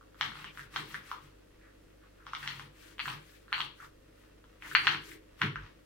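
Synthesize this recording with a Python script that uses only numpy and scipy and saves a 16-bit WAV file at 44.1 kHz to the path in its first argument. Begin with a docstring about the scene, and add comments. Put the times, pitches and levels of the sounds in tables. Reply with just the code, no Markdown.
"""A small paint roller works up and down a wooden cupboard post indoors, close to a two-port camera.
From the first strokes its plastic sleeve clacks and rattles on the wire axle, wet paint hisses as it
peels and the hollow cupboard booms under the pressure. After 1.3 s the idling sleeve only rubs lightly;
the strokes resume at 2.2 s and are loudest near 4.8 s. At 5.4 s the roller lands on the shelf, then the
cupboard rocks on the floor. Throughout, a hard-walled room answers over a mains hum."""
import sys
import numpy as np
from scipy import signal
from scipy.fft import rfft, irfft, next_fast_len
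from scipy.io import wavfile
from scipy.ndimage import uniform_filter1d, map_coordinates

SR = 44100
rng = np.random.default_rng(int(sys.argv[2]) if len(sys.argv) > 2 else 0)


def file_out(sig):
    """Save sig as 16-bit WAV at sys.argv[1]."""
    # one column per channel
    cols = np.atleast_2d(sig).T
    # limit, then scale
    lim = np.clip(cols, -1, 1)
    pcm = np.round(lim * 32767).astype(np.int16)
    wavfile.write(sys.argv[1], SR, pcm)


N = 257984

# Clacks of the sleeve; the one at 3.001 s is a wall echo of the clack just before:
# t/s, level/dB, knock f/Hz, hardness/dB, wire ring/dB
SLEEVE_CLACKS = [(0.011, -47, 1280, -17, -40.5), (0.145, -47, 1360, -9, -35), (0.211, -16, 1300, 0, -22),
                 (0.319, -34.5, 1420, -7, -14), (0.355, -37.5, 1260, -9, -10),
                 (0.4439, -31.5, 1350, -3.5, -44), (0.574, -33, 1510, -10, -42),
                 (0.594, -31.5, 1630, -15, -44), (0.7611, -21, 1120, -0.5, -13),
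                 (0.7637, -25.5, 1350, -2.5, -33), (0.944, -25, 1640, -11, -37),
                 (1.115, -23.5, 1200, -11, -28), (2.267, -33, 1240, -7, -36),
                 (2.334, -23.5, 1234, -11.5, -38), (2.35, -39, 1090, 13, -25), (2.429, -34, 1770, -11, -33),
                 (2.4393, -35, 1610, -11, -30), (2.476, -25, 1930, 4.5, -5),
                 (2.596, -32.5, 1250, -1.5, -28), (2.982, -40, 1445, 1.5, -26),
                 (2.994, -25.5, 1550, 1.5, -4.5), (3.0013, -29.5, 1390, 5.5, -12),
                 (3.0565, -27.5, 1560, -12, -28), (3.0791, -24.5, 1060, -3.5, -23),
                 (3.083, -28.5, 1290, 1, -11), (3.103, -38, 1090, -10, -28), (3.122, -39, 1180, -21, -28),
                 (3.481, -45, 1440, -11, -15), (3.522, -32.5, 1360, -28, -28),
                 (3.5278, -16.5, 1530, -2.5, -10), (3.543, -27, 1600, 2.5, -10),
                 (3.58, -25.5, 1200, -4, -8), (3.601, -25.5, 1090, -8, -23), (3.605, -29.5, 1440, 12, -7),
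                 (3.801, -41, 1410, -33, -44), (3.827, -42, 1230, -17, -40),
                 (4.4413, -47.5, 1220, -5.5, -51), (4.623, -34.5, 1830, -1.5, -40),
                 (4.714, -30, 1560, -20, -36), (4.7508, -6, 1620, -4, -10.5), (4.870, -14, 1320, 5.5, -7.5),
                 (4.8752, -14.5, 1580, -18, -24), (4.947, -24, 1440, -4.5, -15),
                 (5.117, -37.5, 1980, -14, -33), (5.399, -46, 1440, 0, -35),
                 (5.4148, -23.5, 1530, -10, -28), (5.4175, -12.5, 1560, -4.5, -21),
                 (5.558, -25, 1480, -11, -45)]
# Timbre along the post, brighter high up: t/s, sleeve f/Hz, crack at hardness 0/dB, low sleeve mode/dB
SLEEVE_TIMBRE = [(0, 3010, -14.5, -7.5), (2.5, 3070, -10.5, -5), (2.999, 2960, -25, -24),
                 (5.8, 2850, -16, -8)]
# First wall reflections: delay/s, left level/dB, right level/dB
WALL_ECHOES = [(.0059, -15, -11.5), (.0097, -12, -10.5), (.0159, -16, -24)]
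# The left port hears more of the sleeve's treble: f/Hz, left minus right/dB
SLEEVE_BALANCE = [(700, 9), (1300, -2), (2400, 2), (4400, 2.5), (8000, 12.5)]
def clacks():
    """Impact excitation: the harder the contact, the shorter the knock and the stronger the treble."""
    out = np.zeros((2, N + SR))
    when, sleeve_hz, crack_db, low_db = np.transpose(SLEEVE_TIMBRE)
    crack = click(5270, life=0.00023)
    low_mode = click(2270, life=0.0006)
    edge = np.roll(click(7700, life=0.00006), 12)  # the contact breaks at the crest of the blow
    for start, db, hz, hard_db, wire_db in SLEEVE_CLACKS:
        sleeve = click(np.interp(start, when, sleeve_hz) * (1 + 0.04 * rng.standard_normal()), 0.00036)
        sleeve += amp(np.interp(start, when, low_db)) * low_mode
        wire = amp(wire_db) * click(4330 * (1 + 0.008 * rng.standard_normal()), life=0.00076)
        cycles_to_crest = 0.4 + 0.0633 * max(-hard_db, 0)  # soft taps ring longer
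        knock = click(hz, life=cycles_to_crest / hz)
        bright_db = 0.72 * hard_db
        blow = knock - amp(hard_db) * sleeve + amp(np.interp(start, when, crack_db) + bright_db) * crack
        direct = blow + amp(bright_db - 27) * edge + amp(-7) * wire  # the wire points away from the ports
        path = room_tail(onset=0.0043)
        for delay, *wall_db in WALL_ECHOES:
            path[:, round(delay * SR)] += amp(wall_db)
        path *= amp([[-1.5], [-3.5]])  # left, right
        heard = signal.fftconvolve(path, (blow + wire)[None], axes=1)
        heard[0, :len(direct)] += direct
        heard[1, 3:len(direct) + 3] += direct  # the right port lies a little further away
        out[:, round(start * SR):][:, :heard.shape[1]] += amp(db) * heard
    return tilted(out[:, :N], SLEEVE_BALANCE)


def click(hz, life):
    """Damped oscillation: a blow swells to its crest in life seconds, then rings down."""
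    age = np.arange(SR // 25) / SR / life
    shape = age * age * np.exp(-2 * age) * np.sin(2 * np.pi * hz * life * age)
    return shape / np.abs(shape).max()


def small_radiator(x):
    """Radiation efficiency: an object smaller than the wavelength gives off little bass."""
    return filtered(x, lambda hz: hz ** 6 / np.sqrt(hz ** 12 + 880. ** 12))


# Roller strokes: t/s, length/s, paint level/dB, chatter level/dB, boom level/dB, panel level/dB
ROLLER_STROKES = [(0.148, 0.19, -55.5, -48.5, -52, -65.5), (0.256, 0.29, -58, -53.5, -58, -72),
                  (0.493, 0.21, -56, -60.5, -59.5, -73), (0.687, 0.19, -51.5, -46, -51.5, -53.5),
                  (0.817, 0.22, -52.5, -53, -56, -68.5), (0.99, 0.22, -56, -59.5, -73, -74),
                  (1.153, 0.17, -64.5, -72, -63, -72), (2.192, 0.19, -71, -56.5, -67, -85),
                  (2.297, 0.32, -53.5, -48, -55.5, -101), (2.486, 0.23, -59, -59.5, -56.5, -74.5),
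                  (2.688, 0.34, -58, -71.5, -80, -69), (2.963, 0.25, -51, -48, -50, -64),
                  (3.082, 0.45, -62, -95, -78, -101), (3.473, 0.25, -54.5, -47.5, -58.5, -66.5),
                  (3.726, 0.21, -59.5, -85, -70, -87), (4.088, 0.25, -67.5, -84, -81, -104),
                  (4.579, 0.29, -49.5, -60, -58, -58), (4.764, 0.26, -51.5, -40.5, -49, -52.5),
                  (4.974, 0.24, -52, -68, -68.5, -57.5), (5.355, 0.16, -56, -47, -51, -77),
                  (5.519, 0.22, -84, -61, -87, -100)]
def stroke_gain(name, lag=0, stretch=1, sharp=2):
    """Amplitude modulation: each stroke swells once to its level in the named column."""
    column = ["paint", "chatter", "boom", "panel"].index(name)
    return sum(amp(levels[column]) * swell(start + lag, length * stretch, sharp)
               for start, length, *levels in ROLLER_STROKES)


# Spectrum of the chatter: f/Hz, relative density level/dB
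RATTLE_SPECTRUM = [(500, -13.5), (900, 0), (1400, -1.5), (2000, -3), (3000, -5.5), (4400, -13), (5500, -17),
                   (8000, -39.5), (12000, -53)]
def rattle():
    """Random impacts: the turning sleeve chatters on its axle, heard direct and through the room."""
    level = stroke_gain("chatter", stretch=1.02, sharp=2.8) + amp(-72.5)
    impacts = crackle(rate=180, spread_db=3.5)
    knocks = level * unit(filtered(impacts, lambda hz: amp(along(RATTLE_SPECTRUM, hz))))
    reverb = signal.fftconvolve(knocks[None], room_tail(onset=0.0015), axes=1)[:, :N]
    return tilted(0.55 * knocks + 0.83 * reverb, SLEEVE_BALANCE)


# Spectrum of peeling paint: f/Hz, relative density level/dB
PAINT_SPECTRUM = [(500, -53), (1500, 10), (4000, 1), (7000, -7.5), (10000, -8.5), (15000, -8.5)]
# The paint is nearer the left port: f/Hz, left minus right/dB
PAINT_BALANCE = [(1500, 2), (4400, 9.5), (8000, 18.5), (15000, 10)]
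def paint():
    """Shot noise: countless snapping paint threads merge into a fine, patchy hiss."""
    threads = 0.44 * unit(crackle(rate=1500, spread_db=6.6)) + rng.standard_normal((2, N))
    spectra = signal.stft(threads, nperseg=256)[2]
    patches = uniform_filter1d(rng.standard_normal(spectra.shape[1:]), size=14, axis=0)  # over frequency
    patches = uniform_filter1d(patches, size=8, axis=1)  # over time
    threads = signal.istft(spectra * amp(1.85 * unit(patches)), nperseg=256)[1][:, :N]
    hiss = filtered(threads, lambda hz: amp(along(PAINT_SPECTRUM, hz)))
    level = stroke_gain("paint", sharp=1.93) * amp(0.19 * wobble(47))
    return level * unit(tilted(hiss, PAINT_BALANCE))


# Modes of the hollow body and of its side panel, per filter pass: f/Hz, bandwidth/Hz, level/dB
BODY_MODES = [(147.5, 15.4, 2), (97, 9.3, -3), (194, 120, -7)]
PANEL_MODES = [(309, 35.7, 3.5), (434, 62, 0.5)]
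def cupboard():
    """Forced vibration: uneven rolling shakes body and panel; landing on the shelf jolts both."""
    landing_s, rise_s, fade_db_per_s = 5.405, 0.04, 128
    after = np.clip(np.arange(N) / SR - landing_s, 0, None)
    jolt = amp(-29.5 - fade_db_per_s * after) * np.clip(after / rise_s, 0, 1) ** 2
    boom = shaken(rng.standard_normal(N) + 0.18 * rng.standard_normal((2, N)), BODY_MODES)
    panel = shaken(rng.standard_normal(N) + 0.98 * rng.standard_normal((2, N)), PANEL_MODES)
    press = dict(lag=0.017, stretch=1.166, sharp=2.26)  # the hand presses hardest late in a stroke
    boom_gain = stroke_gain("boom", **press) + jolt
    panel_gain = stroke_gain("panel", **press) + amp(-10) * jolt + amp(-69.5)  # it never rests
    return boom_gain * boom + panel_gain * panel


def shaken(force, modes):
    """Resonance: a rough force passes twice through the modes; steady rolling evens out the swings."""
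    ring = unit(filtered(force, lambda hz: resonances(modes, hz) ** 2))
    envelope = np.sqrt(np.abs(uniform_filter1d(ring ** 2, size=1500)))
    return unit(ring / (0.5 + envelope))


# Light rubs of the sleeve: t/s, level/dB, f/Hz, bandwidth per filter pass/Hz, length/s
RUBS = [(0.425, -52, 2870, 780, 0.11), (1.575, -63.5, 1750, 500, 0.18), (2.004, -65, 1500, 446, 0.093),
        (2.163, -62, 1490, 400, 0.12), (3.475, -63, 1676, 300, 0.057), (3.77, -54.5, 1600, 600, 0.12),
        (4.613, -48, 1770, 930, 0.1)]
def squeaks():
    """Friction noise: the idling sleeve rubs in a band that sinks as it slows."""
    out, n = np.zeros((2, N + SR)), SR // 4
    for start, db, hz, width, length in RUBS:
        rub = rng.standard_normal(n) + 1.1 * rng.standard_normal((2, n))
        fast, slow = (unit(filtered(rub, lambda f: resonances([(centre, width, 0)], f) ** 2))
                      for centre in (hz, hz - 0.51 * width))
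        crossfade = np.clip(np.arange(n) / SR / length, 0, 1) * np.pi / 2
        band = np.cos(crossfade) * fast + np.sin(crossfade) * slow
        out[:, round(start * SR):][:, :n] += amp(db) * swell(0, length, sharp=1.3)[:n] * band
    return out[:, :N]


# The cupboard rocks on the floor: t/s, level/dB, f/Hz, length/s
FLOOR_THUDS = [(5.513, -45, 48.4, 0.19), (5.584, -47.5, 100, 0.1)]
def thuds():
    """Structure-borne sound: soft, low pushes travel through the floor."""
    t = np.arange(N) / SR
    return sum(amp(db) * swell(start, length) * np.sin(2 * np.pi * hz * (t - start))
               for start, db, hz, length in FLOOR_THUDS)


# Reverberation time of the room: f/Hz, T60/s
REVERB_TIMES = [(800, 0.31), (1500, 0.29), (3000, 0.34), (4600, 0.34), (10000, 0.083)]
def room_tail(onset):
    """Reverberation: reflections build up over onset seconds; each frequency decays at its own rate."""
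    hz, t, spectra = signal.stft(rng.standard_normal((2, SR // 3)), SR, nperseg=256)
    decay = amp(-60 * t / along(REVERB_TIMES, hz)[:, None])
    tail = signal.istft(spectra * decay, SR, nperseg=256)[1]
    t = np.arange(tail.shape[1]) / SR
    lumps = np.repeat(rng.standard_normal((2, len(t) // 40 + 1)), 40, axis=1)[:, :len(t)]
    tail *= np.clip(t / onset, 0, 1) ** 2
    tail *= amp(5.45 * lumps * np.exp(-t / 0.035))  # early reflections are uneven
    return tail / np.linalg.norm(tail, axis=1, keepdims=True)


# Partials of the hum: f/Hz, rms level/dB
HUM_PARTIALS = [(49.6, -64.5), (99.3, -70.5)]
def mains_hum():
    """Harmonics: the mains frequency and its octave, slightly unsteady in level and phase."""
    t = np.arange(N) / SR
    return sum(np.sqrt(2) * amp(db + 0.33 * wobble(2.3))
               * np.sin(2 * np.pi * hz * t + 0.063 * wobble(1.4)) for hz, db in HUM_PARTIALS)


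# Spectrum of the quiet room: f/Hz, relative density level/dB
AIR_SPECTRUM = [(20, -5), (74, -12.5), (107, -27), (130, -12), (228, -14.5), (316, -7.5), (392, -22),
                (500, -7), (834, -26.5), (1640, -24), (2150, -29), (5000, -33), (15000, -39)]
# Likeness of the air at the two ports: f/Hz, correlation/1
AIR_CORRELATION = [(60, 0.94), (180, 0.84), (550, -0.5), (1650, 0.2), (15000, -0.17)]
def room_air():
    """Partial coherence: ambient noise reaches both ports alike only in the bass."""
    def colour(hz):
        angle = np.arccos(np.clip(along(AIR_CORRELATION, hz), -1, 1)) / 2
        return amp(along(AIR_SPECTRUM, hz)) * (hz > 20) * [np.cos(angle), np.sin(angle)]
    mid, side = filtered(rng.standard_normal((2, N)), colour)
    rms_above_bass = np.std(filtered(mid, lambda hz: hz > 200))
    return amp(-66.5 + 0.12 * wobble(8.0)) * np.array([mid + side, mid - side]) / rms_above_bass


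def amp(db):
    """Decibels to amplitude ratio."""
    return 10 ** (np.asarray(db) / 20)


def unit(x):
    """Normalisation to rms 1."""
    return x / np.sqrt(np.mean(x ** 2) + 1e-20)


def along(points, hz):
    """Interpolation of (f/Hz, value) points on a log frequency axis."""
    f, values = np.transpose(points)
    return np.interp(np.log(hz + 1), np.log(f + 1), values)


def wobble(rate):
    """Random modulation: a smooth curve through rate knots a second."""
    return map_coordinates(rng.standard_normal(int(N * rate / SR) + 4), [np.arange(N) * rate / SR])


def swell(start, length, sharp=2):
    """Sine-power window: one soft rise and fall."""
    out, n = np.zeros(N), round(length * SR)
    part = out[max(round(start * SR), 0):][:n]
    part += np.abs(np.sin(np.pi * np.arange(len(part)) / n)) ** sharp
    return out


def crackle(rate, spread_db):
    """Poisson process: rate clicks a second, many small and a few larger."""
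    chance, polarity, strength = rng.random((3, N))
    size = np.minimum(-np.log(strength + 1e-9), 2.5)
    return (chance < rate / SR) * np.sign(polarity - 0.5) * amp(spread_db * size)


def filtered(x, response):
    """Linear filtering: the spectrum of x times a frequency response."""
    m = next_fast_len(x.shape[-1] + SR // 4)
    return irfft(rfft(x, m) * response(np.fft.rfftfreq(m, 1 / SR)), m)[..., :x.shape[-1]]


def resonances(modes, hz):
    """Modal superposition: the response of damped modes, alternating in sign."""
    return sum((-1) ** k * amp(db) * 1j * hz * width / (centre ** 2 - hz ** 2 + 1j * hz * width)
               for k, (centre, width, db) in enumerate(modes))


def tilted(x, balance):
    """Level difference between the ports, half to each, varying with frequency."""
    return filtered(x, lambda hz: amp(np.outer([0.5, -0.5], along(balance, hz))))


def scene():
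    """Superposition: all sources add at the two ports."""
    sleeve = small_radiator(clacks() + rattle())
    return sleeve + squeaks() + paint() + cupboard() + thuds() + mains_hum() + room_air()


def record(dry):
    """Band limiting: the camera keeps nothing above its cutoff."""
    return filtered(dry, lambda hz: hz < 15880)


dry = scene()
out = record(dry)
file_out(out)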